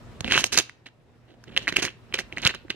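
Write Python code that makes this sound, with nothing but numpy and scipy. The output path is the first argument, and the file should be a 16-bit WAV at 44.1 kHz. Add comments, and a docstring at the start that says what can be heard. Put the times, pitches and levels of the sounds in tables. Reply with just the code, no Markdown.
"""Toy engine on plastic track

A hand rolls a small plastic toy engine to and fro over plastic track on a table, close to the microphones.
Wheels and couplings click and rattle in short bursts: contacts ring damped modes of the plastic body,
with noise cracks and a thin metal ring in the treble. Thuds and rumble ring the modes of the table.
Below lie a faint room echo, band-filtered room noise of changing level and a mains hum of two sines."""
import sys
import numpy as np
from scipy import signal
from scipy.fft import rfft, irfft, next_fast_len
from scipy.io import wavfile

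SR = 44100
rng = np.random.default_rng(int(sys.argv[2]) if len(sys.argv) > 2 else 0)


def wav_record(signal):
    """Record a signal, one row per channel, as 16-bit PCM in the file named by sys.argv[1]."""
    frames = np.transpose(np.atleast_2d(signal))
    bounded = np.clip(frames, -1, 1)
    # unit amplitude maps onto the largest positive 16-bit level
    quanta = np.round(bounded * 32767).astype(np.int16)
    wavfile.write(sys.argv[1], SR, quanta)


def voltage_ratio(decibels):
    """Convert decibels (scalar or array-like) to amplitude ratios, 20 dB per decade."""
    exponent = np.asarray(decibels, float) / 20
    return 10 ** exponent


N = 121275

# background level: t/s, level/dB
BACKGROUND_LEVEL = [(0, -47), (.3, -45.5), (.62, -55.5), (.9, -58.5), (1.4, -55.5), (1.6, -46.5),
                    (1.92, -53.5), (2.4, -48), (2.55, -51), (2.75, -54)]
# room noise spectrum: f/Hz, relative density/dB
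AIR_SPECTRUM = [(15, -45.5), (40, -5), (128, -5.5), (181, -11.5), (462, -15.5), (811, -22), (1670, -26),
                (3930, -34.5), (15000, -53.5)]
# left-right correlation of the room noise: f/Hz, correlation/1
AIR_CORRELATION = [(30, 0.51), (500, 0.7), (3000, 0.12), (15000, 0.084)]
# how far a band follows the background's level swing: f/Hz, share/1
SWING_SHARE = [(60, 1.4), (300, 0.97), (4000, 1.2)]
# mains hum: f/Hz, rms re background/dB
HUM_TONES = [(119, -7), (238, -14.5)]
# table top modes: f/Hz, level/dB, t60/s
TABLE_MODES = [(68, -9.5, 0.084), (130.6, 2, 0.023), (160, 6, 0.022), (229, -3.5, 0.071),
               (300, -3.5, 0.042), (370, 2.5, 0.026), (525, -4.5, 0.053), (705.5, 7, 0.013)]
# plastic body modes: f/Hz, level/dB, t60/s
BODY_MODES = [(806, -9.5, 0.0067), (1120, 4, 0.0054), (1587, 0, 0.01044), (1950, 0.5, 0.0086),
              (2280, -1.5, 0.0075), (2695, 4, 0.0073), (3120, 5, 0.0054), (4020, 8.5, 0.0033)]
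# treble of the hard contacts: f/Hz, relative density/dB
CONTACT_TREBLE = [(3000, -9), (4200, 2), (5000, 0), (6400, 2), (7700, -6), (10000, -11.5), (13000, -19.5),
                  (15500, -32.5)]
# scraping and rattling: start t/s, length/s, level/dB, treble re level/dB, table rumble re level/dB
ROLL_BURSTS = [(0.249, 0.093, -37, -13, -1.5), (0.302, 0.075, -24, -11.5, -12),
               (0.373, 0.029, -28, -1.5, -17), (0.411, 0.025, -33.5, -6, -6.5),
               (0.446, 0.015, -42, 14.5, 1), (0.519, 0.038, -31, -3, -7), (0.565, 0.031, -24, -3.5, -10.5),
               (0.589, 0.033, -52, 10.5, -5.5), (0.856, 0.0064, -41, -15, -5.5),
               (1.277, 0.066, -64.5, -16, 7), (1.47, 0.083, -52, -20.5, 3.5),
               (1.561, 0.021, -38.5, -11, -7), (1.588, 0.091, -51.5, -10, -1.5),
               (1.674, 0.015, -28, -12.5, -9.5), (1.719, 0.031, -41.5, -14, 0.5),
               (1.758, 0.041, -28, -8.5, -9), (1.819, 0.039, -28, -5, -8), (1.869, 0.031, -41.5, -14, -5.5),
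               (2.09, 0.1, -65, -20, 10), (2.137, 0.0076, -22, -10.5, -14.5),
               (2.18, 0.023, -34.5, -4.5, -5), (2.319, 0.0098, -44.5, -10.5, 1),
               (2.363, 0.039, -42.5, -18, -1), (2.421, 0.034, -33.5, -15, -8.5),
               (2.446, 0.015, -21.5, -12.5, -27), (2.47, 0.037, -34, -17.5, -8.5),
               (2.538, 0.014, -40.5, -21, -6), (2.696, 0.0081, -26, -17, -11)]
# thuds into the table: t/s, level/dB, favoured f/Hz
TABLE_THUDS = [(0.207, -21, 120), (0.244, -17.5, 230), (0.249, -24, 68), (0.278, -26, 223),
               (0.319, -32, 300), (0.374, -22.5, 149), (0.4405, -22.5, 644), (0.525, -31.5, 382.6),
               (0.574, -27, 370), (1.566, -25.5, 525), (1.576, -25, 525), (1.677, -29, 300),
               (1.724, -29, 360), (1.784, -23, 396), (1.84, -19, 143.5), (2.143, -28.5, 533),
               (2.189, -32.5, 485), (2.325, -31, 362), (2.453, -18, 137), (2.648, -35.5, 319),
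               (2.70, -31.5, 324.4), (2.742, -37.5, 330)]
# single knocks: t/s, level/dB, favoured f/Hz, treble re level/dB
SINGLE_KNOCKS = [(0.264, -21.5, 2448, -31.5), (0.278, -17, 2470, -40.5), (0.292, -19.5, 2300, -31.5),
                 (0.301, -16, 2586, -24.5), (0.309, -8.5, 2180, -27.5), (0.322, 0, 2700, -22.5),
                 (0.328, -20.5, 2170, -20.5), (0.337, -11.5, 2460, -30), (0.341, -8.5, 2350, -35.5),
                 (0.349, -7.5, 2620, -29.5), (0.36, -13.5, 2750, -28.5), (0.373, -9.5, 2440, -25.5),
                 (0.386, -10.5, 2860, -21.5), (0.524, -22, 2060, -23), (0.529, -18.5, 2487, -3),
                 (0.535, -22.5, 3860, 0), (0.542, -16, 2310, -8.5), (0.575, -4, 2280, -6.5),
                 (0.6, -10.5, 3370, -29), (0.695, -22, 1935, -26), (1.439, -36.5, 1572, -10),
                 (1.672, -13.5, 1950, -43), (1.678, -7, 2120, -28.5), (1.682, -13.5, 2060, -20.5),
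                 (1.724, -14, 1950, -23), (1.741, -22.5, 2700, -35), (1.762, -11.5, 2880, -39),
                 (1.765, -6.5, 2830, -26.5), (1.767, -3, 2600, -17.5), (1.812, -23, 1930, -42),
                 (1.827, -15, 1990, -19), (1.851, -9, 1977, -15), (1.876, -15, 1620, -30.5),
                 (1.882, -17, 2800, -40.5), (2.125, -22.5, 2396, -43.5), (2.142, -8, 2380, -22),
                 (2.174, -21, 2440, -49), (2.325, -18.5, 2490, -33), (2.372, -14, 2040, -35),
                 (2.382, -13.5, 2220, -23.5), (2.418, -31, 2000, -5.5), (2.434, -17.5, 2400, -21.5),
                 (2.461, -6, 1830, -26), (2.473, -2, 2977, -14), (2.492, -13, 1950, -25),
                 (2.54, -23, 1530, -30), (2.547, -23.5, 1050, -13.5), (2.682, -34, 1750, -35),
                 (2.702, -20.5, 1720, -22)]
# hard, abrupt hits: t/s, level/dB, favoured f/Hz, treble re level/dB
HARD_CLACKS = [(0.2065, -17, 2700, -14), (0.2448, -12, 3230, -30), (0.377, 1, 3180, -24),
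               (0.4405, -2.5, 2500, -13.5), (0.5864, -6.5, 2460, -4), (0.887, -43.5, 1600, -27),
               (1.5645, -15, 2870, -26), (1.57, -11, 2130, -29), (1.5755, -7, 3030, -18),
               (2.189, -10, 1950, -21), (2.451, -11, 4000, -13), (2.467, -2, 2830, -32)]
# microphone level difference: f/Hz, left minus right/dB
LEFT_RIGHT_LEVEL = [(60, 2), (150, -14.5), (400, -3.5), (1200, -7.5), (2500, -0.5), (5000, -7),
                    (14000, -11.5)]
# microphone phase difference: f/Hz, lead of the left/rad
LEFT_LEAD = [(500, 0.91), (1200, 0.58), (3000, -1.36), (5000, -3), (9000, -3.5), (15000, -10)]

ROOM_T60_S, ROOM_GAIN_DB, WALL_CORNER_HZ = 0.32, -29, 15000
PITCH_SIGMA_OCT, STRIKE_SIGMA_DB = 0.15, 3.5
CONTACT_S, CLACK_CONTACT_S = 0.0007, 0.0002
KNOCK_BODY_GAIN_DB, KNOCK_SHARE, CLACK_SHARE = -8.0, 0.17, 0.45
CRACK_T60_S, CRACK_GAIN_DB, TREBLE_CORRELATION = 0.014, 3.5, 0.49
AXLE_HZ, AXLE_GAIN_DB, AXLE_T60_S = 6606, -32.5, 0.035   # thin metal ring
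ROLL_ATTACK_S, ROLL_FADE_T60_S, RUMBLE_CORRELATION = 0.0059, 0.059, 1
MEDIAN_RATTLES_PER_S, RATTLE_SCALE_DB = 1300, 2.4
CEILING = 1.7


def rms_one(x):
    """Scales to rms 1."""
    return x / np.sqrt(np.mean(x ** 2) + 1e-20)


def in_time(rows):
    """Columns of a time table at every sample."""
    s, *columns = np.transpose(rows)
    return [np.interp(np.arange(N) / SR, s, c) for c in columns]


def at_hz(points, hz):
    """A spectrum table read on a log frequency axis."""
    p = np.array(points, float)
    return np.interp(np.log(hz + 1.), np.log(p[:, 0] + 1.), p[:, 1])


def drift(pole_hz):
    """Two-pole low-passed noise of rms 1, computed at every 40th sample."""
    step = 40
    r = np.exp(-2 * np.pi * pole_hz * step / SR)
    white = rng.standard_normal(N // step + 2002)
    slow = signal.lfilter([1], [1, -2 * r, r * r], white)[2000:]   # settled part
    return np.interp(np.arange(N) / step, np.arange(len(slow)), rms_one(slow))


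def sides(one, other, correlation):
    """Mid-side mix of two signals into channels of a given correlation."""
    correlation = np.clip(correlation, 0, 1)
    mid = np.sqrt(1 + correlation) * one
    side = np.sqrt(1 - correlation) * other
    return (mid + side * [[1], [-1]]) / np.sqrt(2)


def mains_hum(swing_db):
    """Steady sines whose levels drift and follow the background; 3 dB stronger on the right."""
    t = np.arange(N) / SR
    hum = 0
    for hz, db in HUM_TONES:
        hum = hum + voltage_ratio(db + 1.5 * drift(3.4) + swing_db) * np.sqrt(2) * np.sin(2 * np.pi * hz * t)
    return hum * voltage_ratio([[-1.5], [1.5]])


def background():
    """Half-octave bands of partly correlated room noise plus mains hum; each band takes its share of the swing."""
    edges = 22 * 2 ** np.arange(0, 9.6, .5)
    white = rng.standard_normal((2, 2, N))
    level_db = in_time(BACKGROUND_LEVEL)[0]
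    swing_db = level_db - level_db.mean()
    air, power = 0, 0
    for k, (low, high) in enumerate(zip(edges, edges[1:])):
        bandpass = signal.butter(2, [low, high], "band", fs=SR, output="sos")
        mid, side = signal.sosfilt(bandpass, white[k % 2])
        hz = np.sqrt(low * high)
        gain = voltage_ratio(at_hz(AIR_SPECTRUM, hz) + 1.5 * drift(12))
        band = gain * sides(mid, side, at_hz(AIR_CORRELATION, hz))
        power = power + np.mean(band ** 2)
        air = air + band * voltage_ratio(at_hz(SWING_SHARE, hz) * swing_db)
    return voltage_ratio(level_db.mean()) * (air / np.sqrt(power) + mains_hum(swing_db))


def room(x):
    """Echo from eight feedback delays a side, each round softer and duller."""
    size = next_fast_len(N + SR)
    w = 2 * np.pi * np.arange(size // 2 + 1) / size
    wall = (1 / (1 + 1j * w * SR / (2 * np.pi * WALL_CORNER_HZ))) ** .5   # half a one-pole low-pass
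    response = np.zeros((2, len(w)), complex)
    lags = (rng.uniform(0.0036, 0.024, 16) * SR).astype(int)
    for k, lag in enumerate(lags):
        loop = voltage_ratio(-60 * lag / SR / ROOM_T60_S) * wall * np.exp(-1j * w * lag)
        response[k % 2] += loop / (1 - loop) * (-1) ** (k // 2)
    return irfft(response * rfft(x, size), size)[:, :N]


def ring(clicks, hz, t60_s):
    """Two-pole resonator: a unit click starts a decaying sine of height 1."""
    r, w = voltage_ratio(-60 / (t60_s * SR)), 2 * np.pi * hz / SR
    return signal.lfilter([0, np.sin(w)], [1, -2 * r * np.cos(w), r * r], clicks + 1e-18)   # no denormals


def strike(at, db, modes, pitch_hz, contact_s, share):
    """Contacts ring every mode by a share, more near the favoured pitch; contact_s: pulse width at half height."""
    out = np.zeros(N)
    chance = rng.standard_normal((len(at), len(modes) + 1))
    polarity = np.sign(chance[:, -1])
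    time = np.arange(0, 2 * contact_s, 1 / SR)
    pulse = np.sin(np.pi * time / (2 * contact_s)) ** 2
    for k, (hz, level_db, t60_s) in enumerate(modes):
        weight = np.exp(-.5 * (np.log2(hz / pitch_hz) / PITCH_SIGMA_OCT) ** 2) + share
        height = weight * voltage_ratio(db + level_db + STRIKE_SIGMA_DB * chance[:, k])
        clicks = np.zeros(N)
        np.add.at(clicks, at, height * polarity * (-1) ** k)
        drive = 2 * pulse * np.cos(2 * np.pi * hz * time) / (contact_s * SR)
        out += ring(np.convolve(clicks, drive)[:N], hz, t60_s)
    return out


def dying(at, db, t60_s):
    """Envelope that rises fast at each contact and decays exponentially."""
    clicks = np.zeros(N)
    np.add.at(clicks, at, voltage_ratio(db))
    decay = signal.lfilter([1], [1, -voltage_ratio(-60 / (t60_s * SR))], clicks + 1e-18)
    rise = np.exp(-1 / (CONTACT_S * SR))
    return signal.lfilter([1 - rise], [1, -rise], decay)


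def treble(envelope):
    """Noise under an envelope, coloured as the hard contacts, with the axle ringing along."""
    size = next_fast_len(N)
    colour = voltage_ratio(at_hz(CONTACT_TREBLE, np.arange(size // 2 + 1) * SR / size))
    colour = colour / np.sqrt(np.mean(colour ** 2))
    puff = sides(*rng.standard_normal((2, N)), TREBLE_CORRELATION) * envelope
    crack = irfft(rfft(puff, size) * colour, size)[:, :N]
    return crack + voltage_ratio(AXLE_GAIN_DB) * ring(puff, AXLE_HZ, AXLE_T60_S)


def rattle():
    """Dense random small contacts in clumps, swelling and fading with each burst."""
    t, levels = np.arange(N) / SR, 0
    for s, length_s, db, treble_db, rumble_db in ROLL_BURSTS:
        attack = np.clip((t - s) / ROLL_ATTACK_S, 0, 1)
        fade = voltage_ratio(-60 * np.clip(t - s - length_s, 0, 1) / ROLL_FADE_T60_S)
        levels = levels + attack * fade * voltage_ratio(db + np.array([[0], [treble_db], [rumble_db]]))
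    body_level, treble_level, rumble_level = levels
    rate_per_s = MEDIAN_RATTLES_PER_S * voltage_ratio(4 * drift(60))
    at = np.flatnonzero(rng.random(N) < rate_per_s / SR)
    size_db = RATTLE_SCALE_DB * np.minimum(rng.exponential(1, (4, len(at))), 3.)
    pitch_hz = 2500 * 2 ** (0.56 * rng.standard_normal(len(at)))
    body = rms_one(strike(at, size_db[0], BODY_MODES, pitch_hz, CONTACT_S / 2, 0.092))
    cracks = rms_one(dying(at, (size_db[0] + size_db[1]) / 2, CRACK_T60_S))
    rumble = [rms_one(strike(at, db, TABLE_MODES, pitch_hz / 7.5, 0.0012, 0.033)) for db in size_db[2:]]
    return (body_level * body + treble(treble_level * cracks)
            + rumble_level * sides(*rumble, RUMBLE_CORRELATION))


def thuds():
    """Soft, wide contact pulses ring the table top."""
    s, db, hz = np.transpose(TABLE_THUDS)
    return strike((s * SR).astype(int), db, TABLE_MODES, hz, 0.0013, 0.095)


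def hits(rows, contact_s, share):
    """Each contact rings the body and cracks in the treble."""
    s, db, hz, treble_db = np.transpose(rows)
    at = (s * SR).astype(int)
    body = strike(at, db + KNOCK_BODY_GAIN_DB, BODY_MODES, hz, contact_s, share)
    return body + treble(dying(at, db + treble_db + CRACK_GAIN_DB, CRACK_T60_S))


def knocks():
    """Single knocks and clacks; clacks have a shorter contact and a larger share of all modes."""
    return hits(SINGLE_KNOCKS, CONTACT_S, KNOCK_SHARE) + hits(HARD_CLACKS, CLACK_CONTACT_S, CLACK_SHARE)


def two_microphones(x):
    """Toy nearer the right: the left is mostly softer and lags in the treble."""
    size = next_fast_len(N + 999)
    hz = np.arange(size // 2 + 1) * SR / size
    half = voltage_ratio(at_hz(LEFT_RIGHT_LEVEL, hz) / 2) * np.exp(.5j * at_hz(LEFT_LEAD, hz))
    return irfft(np.array([half, 1 / half]) * rfft(x, size), size)[:, :N]


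def highpass(x, hz):
    """Second-order Butterworth high-pass."""
    return signal.sosfilt(signal.butter(2, hz, "high", fs=SR, output="sos"), x)


def scene():
    """The background, the room echo and the toy."""
    toy = highpass(rattle() + thuds() + knocks(), 45)
    echo = voltage_ratio(ROOM_GAIN_DB) * room(highpass(toy.mean(axis=0), 250))
    return background() + echo + two_microphones(toy)


def roll_off(x):
    """The treble ends steeply here."""
    return signal.sosfilt(signal.butter(12, 15760, fs=SR, output="sos"), x)


def record(dry):
    """Soft saturation rounds the loudest peaks, then a hard clip at full scale."""
    mix = np.clip(CEILING * np.tanh(dry / CEILING), -1, 1)
    return roll_off(mix)


dry = scene()
out = record(dry)
wav_record(out)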